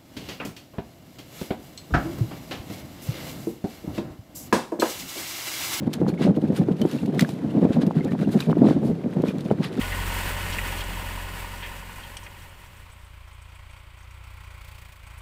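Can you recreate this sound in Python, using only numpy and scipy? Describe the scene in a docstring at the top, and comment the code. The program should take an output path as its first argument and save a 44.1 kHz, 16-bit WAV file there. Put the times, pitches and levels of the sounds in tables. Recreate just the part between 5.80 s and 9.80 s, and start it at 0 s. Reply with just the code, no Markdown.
"""Gas pockets gulp in a pot of thick, boiling mud, heard from the rim of a small outdoor crater.
Each pocket is a heavily damped oscillator with a low note; some bubble skins burst with a plop.
Steam spurts through the openings as turbulent noise, tearing films spit and droplets tick.
Beneath them lie a steady churning, a fine fizz and a little wind; the mud has a deep, booming weight."""
import sys
import numpy as np
from scipy import signal
from scipy.fft import rfft, irfft
from scipy.io import wavfile
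from scipy.ndimage import uniform_filter1d

SR = 44100
rng = np.random.default_rng(int(sys.argv[2]) if len(sys.argv) > 2 else 0)


def master(y):
    """Save y as 16-bit WAV."""
    cut = np.clip(np.atleast_2d(y).T, -1, 1)
    pcm = np.round(cut * 32767)  # scale
    wavfile.write(sys.argv[1], SR, pcm.astype(np.int16))


N = 176400
TIME = np.arange(N) / SR


def from_db(db):
    """Amplitude ratio of a level in decibels."""
    return 10 ** (np.asarray(db) / 20)


def unit_rms(x):
    """Normalisation to unit power."""
    return x / np.sqrt(np.mean(x ** 2) + 1e-20)


def butter(x, hz, kind, order=2):
    """Butterworth filtering."""
    return signal.sosfilt(signal.butter(order, hz, kind, fs=SR, output="sos"), x + 1e-18)


def noise(spectrum):
    """Spectral shaping of white noise by rows of f/Hz, level/dB; unit power."""
    hz, db = np.transpose(spectrum)
    bins = np.maximum(np.arange(N // 2 + 1) * SR / N, 1)
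    gain = from_db(np.interp(np.log(bins), np.log(hz), db))
    return unit_rms(irfft(rfft(rng.standard_normal(N)) * gain, N))


def drift(hz):
    """Low-pass random fluctuation of unit power."""
    return unit_rms(butter(rng.standard_normal(N + SR), hz, "low")[SR:])


def bubble(t, hz, cycles, attack_s):
    """Damped oscillation of unit peak, starting at t = 0 and decaying by 1/e in `cycles` periods."""
    t = np.maximum(t, 0)
    envelope = (1 - np.exp(-t / attack_s)) * np.exp(-np.minimum(t * hz / cycles, 20))
    note = envelope * np.sin(2 * np.pi * hz * t)
    return note / np.abs(note).max()


def swarm(per_s, band_hz, db_per_octave, cycles, spread_db, count=20):
    """Superposition of bubbles: Poisson impulses excite a bank of damped resonators; unit power."""
    out = np.zeros(N)
    for hz in np.geomspace(*band_hz, count):
        born = rng.random(N) < per_s / count / SR
        sizes = from_db(spread_db * np.minimum(rng.exponential(1, N), 3)) * rng.choice([-1, 1], N)
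        r, w = np.exp(-hz / cycles / SR), 2 * np.pi * hz / SR   # pole radius and angle
        ringing = signal.lfilter([0, np.sin(w)], [1, -2 * r * np.cos(w), r * r], born * sizes + 1e-18)
        out += from_db(db_per_octave * np.log2(hz / band_hz[0])) * ringing
    return unit_rms(out)


# Spectrum of the outdoor background: f/Hz, relative spectral level/dB
WIND_SPECTRUM = [(25, -31.5), (60, -16), (130, -0.5), (300, 2), (600, -15), (15000, -52.5)]
def wind():
    """Slow amplitude modulation of low noise: light gusts and the rumble of distant pools."""
    mean_db, gust_db = -38.5, 2
    return from_db(mean_db + gust_db * drift(0.99)) * noise(WIND_SPECTRUM)


CHURN_REST_DB, CHURN_COUPLING_DB = -30, -1
def churning(stirring):
    """Incoherent summation: many weak, deep pockets merge into a murmur, louder around the gulps."""
    pockets = swarm(per_s=720, band_hz=(150.8, 914), db_per_octave=-4.5, cycles=1.08, spread_db=2)
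    gain = from_db(CHURN_REST_DB) + from_db(CHURN_COUPLING_DB) * stirring
    return gain * butter(pockets, 655, "low")


# Spectrum of escaping steam, here and in the spurts: f/Hz, relative spectral level/dB
STEAM_SPECTRUM = [(600, -6), (1100, 0.5), (2000, -4), (2700, -6), (3900, -4), (5700, -15), (11000, -17.5),
                  (15000, -22.5)]
# Envelope of the surface fizz: t/s, level/dB
FIZZ_ENVELOPE = [(0, -58.5), (1.1, -57), (1.7, -59.5), (2.5, -54), (3.15, -60.5), (4, -49)]
def fizz():
    """Small bubbles resonate high: they crackle and blip in clumps while steam seeps between them."""
    crackle = swarm(per_s=800, band_hz=(1460, 12300), db_per_octave=-5, cycles=0.87, spread_db=5.5)
    blips = swarm(per_s=98, band_hz=(1323, 3550), db_per_octave=-2, cycles=5, spread_db=4)
    envelope = from_db(np.interp(TIME, *np.transpose(FIZZ_ENVELOPE)))
    clumps = from_db(4 * drift(20))
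    seep = from_db(-1.5) * noise(STEAM_SPECTRUM)
    return envelope * clumps * (crackle + from_db(-2.5) * blips + seep)


# Gas pockets heaving in the mud: t/s at the peak, level/dB, f/Hz
GAS_POCKETS = [(0.024, -19, 214), (0.076, -11.5, 197.0), (0.186, -25.5, 171), (0.218, -11.5, 328),
               (0.232, -9.5, 206), (0.283, -10, 205), (0.335, -18.5, 165), (0.413, -9, 238),
               (0.452, -9.5, 218), (0.477, -12, 244.0), (0.494, -5.5, 175), (0.574, -9, 197),
               (0.641, -8, 222), (0.704, -9, 220), (0.732, -15, 240.0), (0.796, -16, 240),
               (0.815, -7.5, 258), (0.888, -9.5, 333), (0.908, -14, 210.0), (0.934, -21.5, 217),
               (1.017, -11, 220), (1.053, -7, 333), (1.15, -13, 243), (1.233, -15, 238),
               (1.292, -13.5, 253), (1.343, -13, 178), (1.377, -12.5, 209), (1.427, -7.5, 224),
               (1.648, -14.5, 272), (1.753, -9.5, 255), (1.781, -8.5, 238.0), (1.828, -6.5, 200),
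               (1.852, -5.5, 222), (1.908, -9.5, 242), (1.969, -8.0, 229.0), (1.986, -9.5, 210),
               (2.034, -9, 263), (2.072, -11, 200), (2.169, -11.5, 223), (2.207, -16.5, 237),
               (2.259, -9.5, 266), (2.335, -12.5, 233), (2.416, -11.5, 190), (2.475, -11, 268),
               (2.494, -16.5, 216), (2.557, -7.5, 204), (2.69, -8.5, 203), (2.716, -11, 217),
               (2.771, -8.5, 288), (2.793, -10.5, 205), (2.818, -3.5, 251), (2.845, -3.5, 277),
               (2.869, -7.5, 200), (2.885, -9.5, 252), (2.912, -6.5, 286), (2.966, -8, 254.0),
               (3.029, -15, 224), (3.047, -12.5, 205), (3.077, -15.5, 230.0), (3.102, -10, 206),
               (3.261, -13, 232), (3.338, -45, 198.0), (3.37, -13, 210), (3.402, -13, 228),
               (3.442, -14.5, 250), (3.488, -16.5, 212), (3.558, -14, 244), (3.657, -18, 190),
               (3.722, -12, 203), (3.803, -14, 207.0), (3.99, -11.5, 226)]
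def gulps():
    """Damped resonance of pockets whose pitch climbs as they surface; returns sound and envelope."""
    swell_cycles, decay_cycles, rise_per_cycle = 0.5, 0.94, 0.033
    tone, heave = np.zeros(N), np.zeros(N)
    for onset, db, hz in GAS_POCKETS:
        near = np.abs(TIME - onset) * hz < 10
        cycle = (TIME[near] - onset) * hz
        time_constant = np.where(cycle < 0, swell_cycles, decay_cycles)
        envelope = from_db(db) * np.exp(.5 - np.hypot(.5, cycle / time_constant))
        tone[near] += envelope * np.cos(2 * np.pi * (cycle + rise_per_cycle * cycle ** 2 / 2))
        heave[near] += envelope
    # The neck of a pocket flaps unevenly; by a power law, strong gulps are more ragged.
    flutter = unit_rms(butter(rng.standard_normal(N), (305, 554), "band"))
    return from_db(-0.5) * tone + from_db(-14) * heave ** 1.18 * flutter, heave


# Thin films of mud tearing: t/s, level/dB
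FILM_TEARS = [(0.132, -31.5), (.1365, -26), (0.763, -36), (1.015, -30.5), (1.113, -36), (1.259, -39.5),
              (1.394, -22.5), (1.408, -21), (1.422, -32), (1.491, -35.5), (2.066, -39.5), (2.247, -39),
              (2.605, -27), (3.42, -42.5), (3.583, -42), (3.607, -39.5), (3.650, -47)]
# Spectrum of a tear: f/Hz, relative spectral level/dB
TEAR_SPECTRUM = [(900, 1), (3600, 8), (6000, 2.5), (12000, -4), (15000, -6)]
def spits():
    """Source and filter: each tearing film gives a noise burst, coloured by its opening's resonance."""
    decay_s, opening_hz = 0.0036, (2360, 4570)
    tear, out = noise(TEAR_SPECTRUM), np.zeros(N)
    for (onset, db), hz in zip(FILM_TEARS, rng.uniform(*opening_hz, len(FILM_TEARS))):
        envelope = (TIME >= onset) * np.exp(-np.clip((TIME - onset) / decay_s, 0, 20))
        burst = from_db(db) * envelope * tear
        resonance = signal.lfilter(*signal.iirpeak(hz, Q=10, fs=SR), burst)
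        out += burst + from_db(-1) * resonance
    return out


# Steam pushed through the mud: t/s at the peak, width/s, level/dB, treble gain/dB
STEAM_JETS = [(0.143, 0.016, -40, 0), (0.289, 0.014, -39, 1), (0.431, 0.029, -30.5, -20),
              (0.77, 0.017, -35.5, 2), (1.126, 0.091, -43.5, 3), (1.406, 0.023, -31, -8),
              (1.498, 0.043, -51.5, 10.5), (1.934, 0.017, -37.5, -19), (2.021, 0.011, -33.5, -21),
              (2.426, 0.02, -45, 0), (2.528, 0.016, -41.5, 5.5), (2.611, 0.043, -39.5, 1),
              (2.888, 0.045, -36.5, -19), (3.067, 0.037, -61.5, 18.5), (3.483, 0.026, -38, -5),
              (3.845, 0.022, -30.5, -16)]
def spurts():
    """Turbulent jet noise swells and fades at wet openings, sputtering and throwing specks of mud."""
    specks = swarm(per_s=790, band_hz=(1477, 12240), db_per_octave=0, cycles=6, spread_db=2.5)
    hiss = butter(noise(STEAM_SPECTRUM), 600, "high")
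    sputter = from_db(drift(200) - 2.66)
    jet = hiss * sputter + from_db(-8) * specks
    body = butter(jet, 5280, "low", order=1)
    treble, out = jet - body, np.zeros(N)
    for peak_s, width_s, db, treble_db in STEAM_JETS:
        steepness = np.where(TIME < peak_s, .9, .6)   # the rise is faster than the fall
        flow = from_db(db) / np.cosh(np.clip(2 * (TIME - peak_s) / width_s, -20, 20)) ** steepness
        out += flow * (body + from_db(treble_db) * treble)
    return out


# Bubble skins bursting: t/s, level/dB, f/Hz
SKIN_BURSTS = [(.215, -16, 563), (0.2656, -18, 880), (.477, -16.5, 720), (.885, -18, 590),
               (1.052, -11, 495), (1.490, -18.5, 720), (1.852, -18.5, 675), (2.109, -15, 830),
               (2.351, -19, 760), (2.698, -14, 580), (2.729, -14.5, 1100), (2.853, -14, 760),
               (2.887, -9.5, 617), (2.908, -18.5, 800), (3.369, -21.5, 650), (3.438, -5, 450),
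               (3.706, -18.5, 700), (3.712, -4.5, 433)]
def plops():
    """Viscous damping: the dull, ragged snap of a bursting skin decays in about one period."""
    snaps = sum(from_db(db) * bubble(TIME - onset, hz, cycles=0.95, attack_s=0.0001)
                for onset, db, hz in SKIN_BURSTS)
    roughness = 1 + 0.24 * drift(510)
    return butter(snaps * roughness, 1410, "low")


# Droplets and small wet squelches: t/s, level/dB, f/Hz, decay time/s
DROPLET_NOTES = [(.283, -40, 4290, 0.013), (.377, -38.5, 2200, 0.01), (1.016, -30, 3060, 0.0086),
                 (1.187, -37.5, 2700, 0.0051), (1.394, -13.5, 1970, 0.0012), (1.422, -23, 2010, 0.0017),
                 (1.448, -21.5, 1660, 0.0017), (2.208, -33.5, 2100, 0.0058), (2.290, -38.5, 1800, 0.0093),
                 (2.448, -41, 2770, 0.0043), (2.604, -19, 3860, 0.001), (2.624, -30, 2530, 0.004),
                 (3.239, -43, 2400, 0.0044), (3.483, -32, 2430, 0.01), (3.701, -40, 2980, .005)]
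def droplets():
    """Free vibration of small bubbles, whose pitch wavers by random phase modulation."""
    unsteady_time = TIME + 18e-6 * drift(230)
    return sum(from_db(db) * bubble(unsteady_time - onset, hz, cycles=decay_s * hz, attack_s=0.00012)
               for onset, db, hz, decay_s in DROPLET_NOTES)


def low_boom(x):
    """Band emphasis: a broad lift around 160 Hz gives the bubbling mud a deep, booming weight."""
    return x + from_db(-9) * butter(x, (137, 177), "band", order=1)


def scene():
    """Superposition of the boiling pot and the wind; churning and fizz follow the gulps."""
    smoothing_s, fizz_exponent = 0.038, 0.14
    gulping, heave = gulps()
    stirring = np.maximum(uniform_filter1d(heave, int(smoothing_s * SR)), 0)
    surface = fizz() * unit_rms((from_db(CHURN_REST_DB) + stirring) ** fizz_exponent)
    pot = gulping + churning(stirring) + plops() + spurts() + spits() + droplets() + surface
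    return (low_boom(pot) + wind())[None]


def record(dry):
    """Band limiting: the microphone thins the bass and rejects rumble; the top is cut steeply."""
    bass_hz, rumble_hz, top_hz = 143, 57, 15400
    thinned = butter(butter(dry, bass_hz, "high"), rumble_hz, "high")
    return signal.sosfilt(signal.ellip(10, .2, 80, top_hz, fs=SR, output="sos"), thinned)


dry = scene()
out = record(dry)
master(out)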